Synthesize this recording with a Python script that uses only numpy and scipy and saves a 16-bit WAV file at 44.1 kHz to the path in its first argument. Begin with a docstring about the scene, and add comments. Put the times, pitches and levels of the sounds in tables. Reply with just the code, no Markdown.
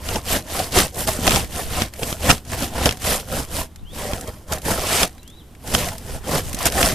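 """A steel shovel is jabbed again and again into coarse, icy snow outdoors, close to a two-port microphone.
The crust crunches as bursts of breaking grains over powder hiss; the shaken blade drones in its resonances.
Hard lumps knock it, soft clods thud, ice snaps in bright bursts and crumbs tick.
Around the blade flames flutter as low noise; gusts buffet the ports. Behind, a distant bird whistles
gliding tones between pushes, over the quiet noise of open air."""
import sys
import numpy as np
from scipy import signal
from scipy.fft import rfft, irfft, next_fast_len
from scipy.io import wavfile
from scipy.ndimage import uniform_filter1d

SR = 44100
rng = np.random.default_rng(int(sys.argv[2]) if len(sys.argv) > 2 else 0)


def to_wav(sig):
    """Store sig (one row per channel, or 1-D mono) as 16-bit WAV at the path in sys.argv[1].

    Samples outside -1..1 are clipped; the rate is SR.
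    """
    pcm = np.clip(np.atleast_2d(sig), -1, 1) * 32767
    pcm = np.round(pcm).astype(np.int16)
    wavfile.write(sys.argv[1], SR, pcm.T)  # frames by channels


N = 306054
TIME = np.arange(N) / SR
SIZE = next_fast_len(N + 4096)
BINS_HZ = np.maximum(np.arange(SIZE // 2 + 1) * SR / SIZE, 1)

# pushes of the shovel; rise and fall each span 20 dB of crunch:
# [t at full force/s, rise/s, fall/s, crunch level/dB, blade drone level/dB, rumble level/dB,
#  fineness of the snow as treble tilt/dB per octave]
PUSHES = [(0.156, 0.16, 0.063, -30, -30, -27, 0), (0.353, 0.11, 0.061, -21.5, -23.5, -25, 0),
          (0.601, 0.14, 0.12, -26, -26.5, -30.5, 0.4), (0.796, 0.079, 0.08, -16, -17, -21.5, -0.5),
          (1.028, 0.093, 0.058, -27.0, -27, -28.5, 3.0), (1.083, 0.02, 0.17, -26, -25, -30, 1.5),
          (1.364, 0.19, 0.093, -21, -21.5, -21, -0.3), (1.6, 0.12, 0.111, -30, -30.5, -30.5, 1.3),
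          (1.822, 0.17, 0.061, -26.5, -28, -25.0, -1.1), (2.109, 0.17, 0.081, -31, -31, -32, 2.2),
          (2.307, 0.12, 0.075, -23.5, -23.0, -22.5, -0.5), (2.555, 0.104, 0.016, -33.5, -36, -29.5, -0.3),
          (2.635, 0.097, 0.075, -27, -28, -27.5, -0.2), (2.858, 0.15, 0.094, -27, -23, -23.5, -1.5),
          (3.122, 0.12, 0.101, -20.5, -22.5, -27, 0.6), (3.387, 0.12, 0.081, -29, -26, -26, 1),
          (3.606, 0.124, 0.051, -27.5, -27, -27, 1.2), (4.023, 0.11, 0.21, -33, -32, -33.5, 0.5),
          (4.135, 0.11, 0.21, -38.5, -30, -34.5, 2), (4.267, 0.0093, 0.23, -48, -43, -39.5, 3.5),
          (4.546, 0.072, 0.067, -34.5, -29.0, -30.0, 1.2), (4.693, 0.067, 0.33, -26.5, -24, -28.5, 1.4),
          (5.024, 0.25, 0.046, -19.5, -27.5, -32.5, -1.2), (5.806, 0.16, 0.16, -25.5, -24, -25.5, 1),
          (6.166, 0.2, 0.044, -39, -35.5, -31.5, 1), (6.385, 0.15, 0.038, -25.5, -21, -26, 0.6),
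          (6.482, 0.138, 0.228, -38, -39.5, -32, 1.3), (6.683, 0.13, 0.014, -25.5, -24.5, -38, -1.3),
          (6.848, 0.14, 0.15, -20, -17.5, -22, 1.2)]
# the edge catches and breaks free, the crust gives way, blade and shaft shudder:
# [t/s, drone level/dB, crunch level/dB]
JOLTS = [(0.09, -29, -32), (0.159, -20.5, -33), (0.777, -20, -26), (1.086, -17.5, -21.5), (1.276, -19, -34),
         (1.82, -25, -36), (2.026, -26.5, -30.5), (2.297, -8.5, -17), (2.531, -20.5, -32),
         (2.862, -17, -18), (3.05, -25, -39), (4.283, -25.5, -46), (4.526, -20.5, -28), (4.653, -28, -38),
         (4.71, -17, -24), (4.79, -25, -43), (5.031, -17, -21.5), (5.743, -18, -18.5),
         (6.664, -15.5, -17.5)]
# spectrum of the crunching snow: [f/Hz, relative density level/dB]
CRUNCH_SPECTRUM = [(300, -8), (800, -0.5), (1300, -2), (2000, -2), (3000, 1), (4100, -2.5), (5200, -1.5),
                   (6500, -3), (8500, -2), (11000, -3.5), (14000, -7.5)]
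# resonances of the blade, damped by its load of snow:
# [f/Hz, width/Hz, relative level when rubbed/dB, relative level when struck/dB]
BLADE = [(143, 107, -4, -18), (239, 165, -3.5, -26), (375, 64, -3.5, -20), (495, 82, -2.5, -26),
         (613.5, 58, 3, -17), (644, 89, 1, -18), (759, 88, -2, -11), (817, 78, -4, -30),
         (1032, 170, -8.5, -31), (1350, 213, -13, 0), (1830, 340, -14, -7.5), (2610, 870, -26, -1.5),
         (3184, 96, -17.5, -8.5), (5000, 570, -24.5, -7)]
# the blade knocks on hard lumps: [t/s, relative level/dB, shove against the ring/dB]
KNOCKS = [(0.0883, -12.5, -29), (0.1577, -13.5, -8), (0.7872, -6, -11), (1.277, 1, -16), (1.2941, -8, -13),
          (1.308, -5.5, -25), (1.3196, -8, -12), (1.3472, -13, -3), (1.3598, -5, -14), (1.8201, -6, 0),
          (2.032, -11, 0), (2.127, -13.5, 2), (2.2973, -10, 5.5), (2.3031, 4, -13), (2.3082, -3, -4),
          (2.3127, 0, -13), (2.858, -0.5, -1), (2.8914, -6.5, -6), (2.91, -11.5, -10), (4.134, -14.5, 6),
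          (5.0318, -1.5, -9), (5.7492, 1, -14), (6.829, -3.5, -23)]
# soft clods of snow bump the blade: [t/s, level/dB]
THUDS = [(1.19, -11), (2.326, -13), (4.131, -19), (6.543, -16.5)]
# ice snaps: [t/s, relative level/dB, dull knock against the bright crack/dB]
SNAPS = [(0.7213, -14, -9), (0.7862, 0, -11), (0.9443, -19, -9), (1.0735, -6, -6), (1.2676, -1, 1),
         (1.937, -20.5, 5.5), (1.962, -31, 5), (2.301, -7, 4), (2.379, -21.5, 4), (2.45, -26, -2),
         (2.856, -5, -10), (2.924, -14, 4), (2.9711, -20.5, -2), (3.019, -16.5, -11), (3.047, -13, -7),
         (3.759, -27, 4), (4.21, -16, -13), (4.275, -18, -10), (4.522, -7.5, -8), (4.5337, -8, -6),
         (4.583, -19.5, -6), (4.6178, -19.5, -10), (4.653, -15, -11), (5.18, -36, 11), (5.23, -29.5, -10),
         (5.277, -25.5, -15), (5.3, -30, -14), (5.55, -39.5, 14), (5.675, -15, -1), (5.7458, -8, -4),
         (5.8864, -12.5, 5), (5.981, -17, -11), (6.5298, -12, 1), (6.5457, -8, -20), (6.588, -10, -12),
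         (6.628, -9, -6), (6.6555, 4, -10), (6.668, 0.5, -16), (6.7215, -8.5, -1)]
# spectrum of flames and rumble: [f/Hz, relative density level/dB]
FLAMES_SPECTRUM = [(12, 0.5), (25, -2), (45, -1), (70, 2.5), (100, -3), (160, -7.5), (240, -9.5),
                   (400, -18), (900, -35)]
# gusts on the microphone ports: [t at the top/s, rise/s, fall/s, level/dB]
GUSTS = [(1.36, .12, .25, -31), (1.68, 0.17, .15, -33.5), (3.82, 0.081, 0.26, -32.5),
         (6.17, 0.093, 0.17, -32), (6.6, .2, 0.27, -32)]
# spectrum of the wind buffeting: [f/Hz, relative density level/dB]
BUFFET_SPECTRUM = [(12, 8), (30, 14.5), (80, 0), (150, 1), (280, -13), (700, -40), (2000, -60)]
# distant bird, one table per whistle: [t/s, pitch f/Hz, mean level/dB]
WHISTLES = [
    [(3.465, 3150, -55), (3.485, 3450, -55), (3.51, 3750, -55)],
    [(3.775, 3400, -64), (3.79, 3560, -53), (3.805, 4200, -64)],
    [(3.82, 2580, -64), (3.85, 2780, -58), (3.868, 3060, -47), (3.895, 3300, -48), (3.93, 3700, -50),
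     (3.96, 3850, -60)],
    [(5.18, 3600, -91), (5.195, 3920, -49), (5.208, 4150, -59)],
    [(5.215, 2630, -59), (5.252, 2880, -58), (5.275, 3220, -48), (5.32, 3600, -53), (5.36, 3900, -58),
     (5.388, 3940, -52), (5.405, 3450, -54), (5.43, 2840, -56)],
]
# spectrum of the open air: [f/Hz, relative density level/dB]
AIR_SPECTRUM = [(88, -29), (150, -2.5), (346, 1), (515, -13), (860, -7.5), (2490, -21), (3310, -17),
                (4320, -28), (7770, -34), (14000, -36)]
# stereo width at the microphone: [f/Hz, side against mid level/dB]
WIDTH = [(30, -18), (130, -18), (500, -22), (1000, -21), (1500, -2), (2000, -5), (3000, -9), (4000, -11),
         (5500, -7), (7100, -4), (8800, -6), (13000, -3)]
# colour of the two ports: [f/Hz, left minus right level/dB]
PORT_BALANCE = [(100, -1), (700, -0.5), (1400, -1), (1800, 1), (2700, -0.5), (5000, 0.5), (7500, -1.5),
                (10500, -3), (13000, 1)]

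# the arm leans in smoothly and lets go more abruptly (1 = straight in dB, 2 = bell)
RISE_CURVE, FALL_CURVE = 2.47, 1.354
# share of the crunch's swing in dB that the blade's drone and the rumble follow
DRONE_FOLLOWS, RUMBLE_FOLLOWS = 1.01, 0.64
# between pushes snow trickles, the blade rests on it and the flames burn on
REST_CRUNCH_DB, REST_DRONE_DB, FLAMES_DB = -65, -59.5, -43.5
# a jolt rises and falls by 20 dB in these times; its rumble is set against its drone
JOLT_RISE_S, JOLT_FALL_S, JOLT_RUMBLE_DB = 0.016, 0.035, -1.5
SNAP_T60_S = 0.028
# chips: delay in fall times of the push, level against its crunch, scatter, dull against bright
CHIP_DELAY, CHIP_DB, CHIP_SCATTER_DB, CHIP_DULL_DB = 0.68, -4, -2, 5
AIR_DB = -54
CUTOFF_HZ = 14250


def effort():
    """Pushes and jolts add in power to set three levels in dB; tilt is averaged by crunch power."""
    grit, blade, low = power(REST_CRUNCH_DB), power(REST_DRONE_DB), power(FLAMES_DB)
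    tilt = 0
    for s, rise_s, fall_s, crunch_db, drone_db, rumble_db, tilt_db in PUSHES:
        force_db = swell(s, rise_s, fall_s)
        cut = power(crunch_db + force_db)
        grit = grit + cut
        tilt = tilt + cut * tilt_db
        blade = blade + power(drone_db + DRONE_FOLLOWS * force_db)
        low = low + power(rumble_db + RUMBLE_FOLLOWS * force_db)
    for s, drone_db, crunch_db in JOLTS:
        away = np.maximum((s - TIME) / JOLT_RISE_S, (TIME - s) / JOLT_FALL_S)
        shudder = power(-20 * np.minimum(away, 10))
        grit = grit + shudder * power(crunch_db)
        blade = blade + shudder * power(drone_db)
        low = low + shudder * power(drone_db + JOLT_RUMBLE_DB)
    return 10 * np.log10(grit), 10 * np.log10(blade), 10 * np.log10(low), tilt / grit


def swell(s, rise_s, fall_s):
    """Shape of a push or gust in dB: a rounded climb to zero at time s, then a release."""
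    before = np.maximum(s - TIME, 0) / max(rise_s, 0.005)
    after = np.maximum(TIME - s, 0) / max(fall_s, 0.005)
    return np.maximum(-20 * (before ** RISE_CURVE + after ** FALL_CURVE), -300)


def crunch(level_db, slip, tilt_db, grains_per_s=2000, powder=1.0, patchy_db=1.58, sparkle_db=1.0):
    """Ice grains break along the edge, faster under a harder push, over the hiss of sliding powder."""
    per_s = grains_per_s * from_db(0.41 * (level_db + 28.5))
    breaks = fractures(per_s, size_db=1.5, t60=0.002)
    # even out the strength over 50 ms, so that level_db sets it
    breaks = breaks / np.sqrt(np.maximum(uniform_filter1d(breaks ** 2, size=2205), 0) + 1e-4)
    grit = rms_one(colour(noise() * np.hypot(breaks, powder), CRUNCH_SPECTRUM))
    # coarse and fine grains come in clumps of their own: overlapping bands a third of an octave apart
    out = 0
    whole = rfft(grit, SIZE)
    octaves = np.clip(np.log2(BINS_HZ / 1000), 0, 4)
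    for centre in np.linspace(0, 4, 13):
        weight = np.maximum(1 - 3 * abs(octaves - centre), 0)
        band = irfft(whole * weight, SIZE)[:, :N]
        clumps_db = patchy_db * drift(29) + sparkle_db * drift(107)
        out = out + band * from_db(clumps_db + tilt_db * (centre - 2.5))
    return spread(out * slip * from_db(level_db))


def drone(level_db, slip, wander_db=3.0):
    """The edge catches and slips and shakes the blade; wandering contact favours changing resonances."""
    force = noise() * fractures(700, size_db=1.0, t60=0.0048) * slip
    body = 0
    for k, (hz, width_hz, rubbed_db, _) in enumerate(BLADE):
        gain = from_db(rubbed_db + wander_db * drift(14.7))
        body = body + (-1) ** k * gain * resonate(force, hz, width_hz)   # neighbours in opposite phase
    return spread(rms_one(body) * from_db(level_db))


def crumbs(crunch_db, level_db=-10):
    """Loosened pellets tumble over the blade with each push; each ticks drily, at one of four pitches by chance."""
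    per_s, settle_t60, tick_t60 = 110, 0.06, 0.008
    # tumbling lags behind the crunch
    stirred = fade(from_db(crunch_db), settle_t60) * np.log(1000) / (settle_t60 * SR)
    sizes = (rng.random(N) < per_s / SR) * from_db(4 * np.minimum(rng.exponential(1, N), 2.5))
    pitch_class = rng.integers(0, 4, N)
    out = 0
    for k, hz in enumerate(np.geomspace(3500, 10000, num=4)):
        contact = noise() * fade(sizes * (pitch_class == k), tick_t60)
        out = out + resonate(contact, hz, hz) / np.sqrt(hz)
    return spread(rms_one(out) * stirred * from_db(level_db))


def knocks(ring_db=13, chatter=0.37, chatter_t60=0.016, shove_t60=0.035, shove_hz=900, shove_low_hz=90):
    """A lump stops the blade: one blunt shove, and a very short chatter of steel on ice rings it."""
    hits, shoves = np.zeros((2, N))
    for s, db, shove_db in KNOCKS:
        at = round(s * SR)
        hits[at] += from_db(db)
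        shoves[at] += from_db(db + shove_db)
    # the blow itself drives only the middle, the chatter both middle and side
    force = chatter * noise() * fade(hits, chatter_t60) - hits * [[1], [0]]
    ring = sum(from_db(struck_db) * resonate(force, hz, width_hz) for hz, width_hz, _, struck_db in BLADE)
    # the blade's upper ring reaches the two ports out of step
    side = colour(ring[1], [(900, -11), (1500, -1.0)])
    blunt = signal.butter(1, [shove_low_hz, shove_hz], "band", fs=SR, output="sos")
    shove = signal.sosfilt(blunt, fade(shoves, shove_t60))
    return from_db(ring_db) * (ring[0] + side * [[1], [-1]]) - shove


def thuds(hz=235, t60=0.023):
    """A soft clod sets only one low flexing of the blade going: a decaying sine."""
    hits = np.zeros(N)
    for s, db in THUDS:
        hits[round(s * SR)] = from_db(db)
    age = TIME[:SR // 8]
    flex = -np.sin(2 * np.pi * hz * age) * from_db(-60 * age / t60)
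    return signal.fftconvolve(hits, flex)[:N]


def snaps(trim_db=-7, low_hz=3400, high_hz=10500, dull_hz=1800, dull_width_hz=1500):
    """A piece of ice cracks: a bright burst that dies within milliseconds, duller for thick pieces."""
    bright, dull = np.zeros((2, N))
    for s, db, dull_db in SNAPS + chips():
        at = round(s * SR)
        age = TIME[:min(SR // 8, N - at)]
        burst = from_db(db - 60 * age / SNAP_T60_S) * (1 - np.exp(-age / 0.0002))
        bright[at:at + len(age)] += burst
        dull[at:at + len(age)] += burst * from_db(dull_db)
    treble = signal.butter(1, [low_hz, high_hz], "band", fs=SR, output="sos")
    crack = signal.sosfilt(treble, noise() * bright)
    knock = resonate(noise() * dull, dull_hz, dull_width_hz)
    return from_db(trim_db) * spread(crack + knock)


def chips(count=2):
    """A few chips drop off at random moments as each push dies away: rows like those of SNAPS."""
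    rows = []
    for s, _, fall_s, crunch_db, *_ in PUSHES:
        for late, size in rng.uniform(-1, 1, (count, 2)):
            at_s = s + fall_s * CHIP_DELAY * (1 + late / 2)
            rows.append((at_s, crunch_db + CHIP_DB + CHIP_SCATTER_DB * size, CHIP_DULL_DB))
    return [row for row in rows if row[0] < TIME[-1]]


def rumble(level_db, shaft_hz=72, shaft_width_hz=22, shaft=0.44):
    """Flames flutter as low noise, and each push shakes the shaft at its low resonance."""
    air = colour(noise(), FLAMES_SPECTRUM)
    low = rms_one(air + shaft * resonate(air, shaft_hz, shaft_width_hz))
    # the push, more than chance, sets how strong it is (evened out over 79 ms)
    low = low / np.sqrt(uniform_filter1d(low[0] ** 2, size=3500) + 0.063)
    return spread(low * from_db(level_db))


def breeze(gust_db=3):
    """Gusts press on the ports as lumpy low buffeting, different at each."""
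    gust_power = sum(power(db + swell(s, rise_s, fall_s)) for s, rise_s, fall_s, db in GUSTS)
    buffeting = colour(noise(), BUFFET_SPECTRUM) * from_db(gust_db * drift(10))
    return rms_one(buffeting) * np.sqrt(gust_power)


def bird(echo_db=-5, echo_t60=0.4):
    """Pure, mostly upward slurs, trailed by decaying scatter from the surroundings."""
    song = np.zeros(N)
    for rows in WHISTLES:
        hz, level_db = in_time(rows)
        gate = np.clip(np.minimum(TIME - rows[0][0], rows[-1][0] - TIME) / 0.008, 0, 1)   # 8 ms ramps
        tone = np.sin(2 * np.pi * np.cumsum(hz) / SR)
        song += gate * from_db(level_db + 2.6 * drift(70)) * tone
    scatter = rng.standard_normal((2, SR // 2)) * from_db(-60 * TIME[:SR // 2] / echo_t60)
    scatter /= np.sqrt(np.sum(scatter[0] ** 2))
    echo = signal.fftconvolve(song[None], scatter, axes=1)[:, :N]
    return song + from_db(echo_db) * echo


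def open_air(width=0.22):
    """The quiet outdoor background: steady coloured noise, a little wide."""
    mid, side = rms_one(colour(noise(), AIR_SPECTRUM))
    return from_db(AIR_DB) * (mid + width * side * [[1], [-1]])


def from_db(db):
    """Decibels to gain."""
    return 10 ** (np.asarray(db) / 20)


def power(db):
    """Decibels to power, in which overlapping sounds add."""
    return 10 ** (db / 10)


def rms_one(x):
    """Scale to unit rms."""
    return x / np.sqrt(np.mean(x ** 2) + 1e-20)


def in_time(rows):
    """Each column of a curve over time, joined by straight lines."""
    s, *columns = np.transpose(sorted(map(tuple, rows)))
    return [np.interp(TIME, s, column) for column in columns]


def noise():
    """Two unrelated white noises."""
    return rng.standard_normal((2, N))


def drift(rate_hz):
    """Slow chance with a spread of one: noise smoothed by two equal low-passes."""
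    r = np.exp(-2 * np.pi * rate_hz / SR)
    white = rng.standard_normal(N + SR)
    return rms_one(signal.lfilter([1], [1, -2 * r, r * r], white)[SR:])   # the first second settles


def fractures(per_s, size_db, t60):
    """Envelope of random breaks, many small and a few large, each dying quickly."""
    born = rng.random(N) < per_s / SR
    sizes = from_db(size_db * np.minimum(rng.exponential(1, N), 4))
    return rms_one(np.sqrt(fade(born * sizes ** 2, t60 / 2)))   # the breaks add in power


def fade(x, t60):
    """Every click gets an exponential tail that falls 60 dB in t60 seconds."""
    return signal.lfilter([1], [1, -np.exp(-np.log(1000) / (t60 * SR))], x + 1e-18)


def resonate(x, hz, width_hz):
    """One resonance with unit gain at its top."""
    r = np.exp(-np.pi * width_hz / SR)
    zeros = np.array([1, 0, -1]) * (1 - r * r) / 2
    poles = [1, -2 * r * np.cos(2 * np.pi * hz / SR), r * r]
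    return signal.lfilter(zeros, poles, x + 1e-18)


def colour(x, points):
    """Filter by a smooth spectrum of (f/Hz, level/dB) points."""
    hz, db = np.transpose(points)
    gain = from_db(np.interp(np.log(BINS_HZ), np.log(hz), db))
    return irfft(rfft(x, SIZE) * gain, SIZE)[..., :N]


def spread(pair):
    """Two unrelated signals become left and right: alike in the bass, further apart in the treble."""
    side = colour(pair[1], WIDTH)
    return np.array([pair[0] + side, pair[0] - side])


def scene():
    """The shovel in front, flames around it, open air and a bird behind."""
    crunch_db, drone_db, rumble_db, tilt_db = effort()
    slip = from_db(0.8 * drift(78))   # the crust gives way unevenly
    scrape = crunch(crunch_db, slip, tilt_db) + drone(drone_db, slip) + crumbs(crunch_db)
    impacts = knocks() + thuds() + snaps()
    surroundings = rumble(rumble_db) + breeze() + bird() + open_air()
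    left, right = scrape + impacts + surroundings
    # the two ports differ a little in colour
    left_colour = [(hz, db / 2) for hz, db in PORT_BALANCE]
    right_colour = [(hz, -db / 2) for hz, db in PORT_BALANCE]
    return np.array([colour(left, left_colour), colour(right, right_colour)])


def record(dry):
    """The microphone overloads softly on the loudest peaks; a steep low-pass cuts the top."""
    clipped = dry / (1 + dry ** 6) ** (1 / 6)
    top_cut = signal.ellip(14, 0.1, 100, CUTOFF_HZ, fs=SR, output="sos")   # 0.1 dB ripple, 100 dB stop
    return signal.sosfilt(top_cut, clipped)


dry = scene()
out = record(dry)
to_wav(out)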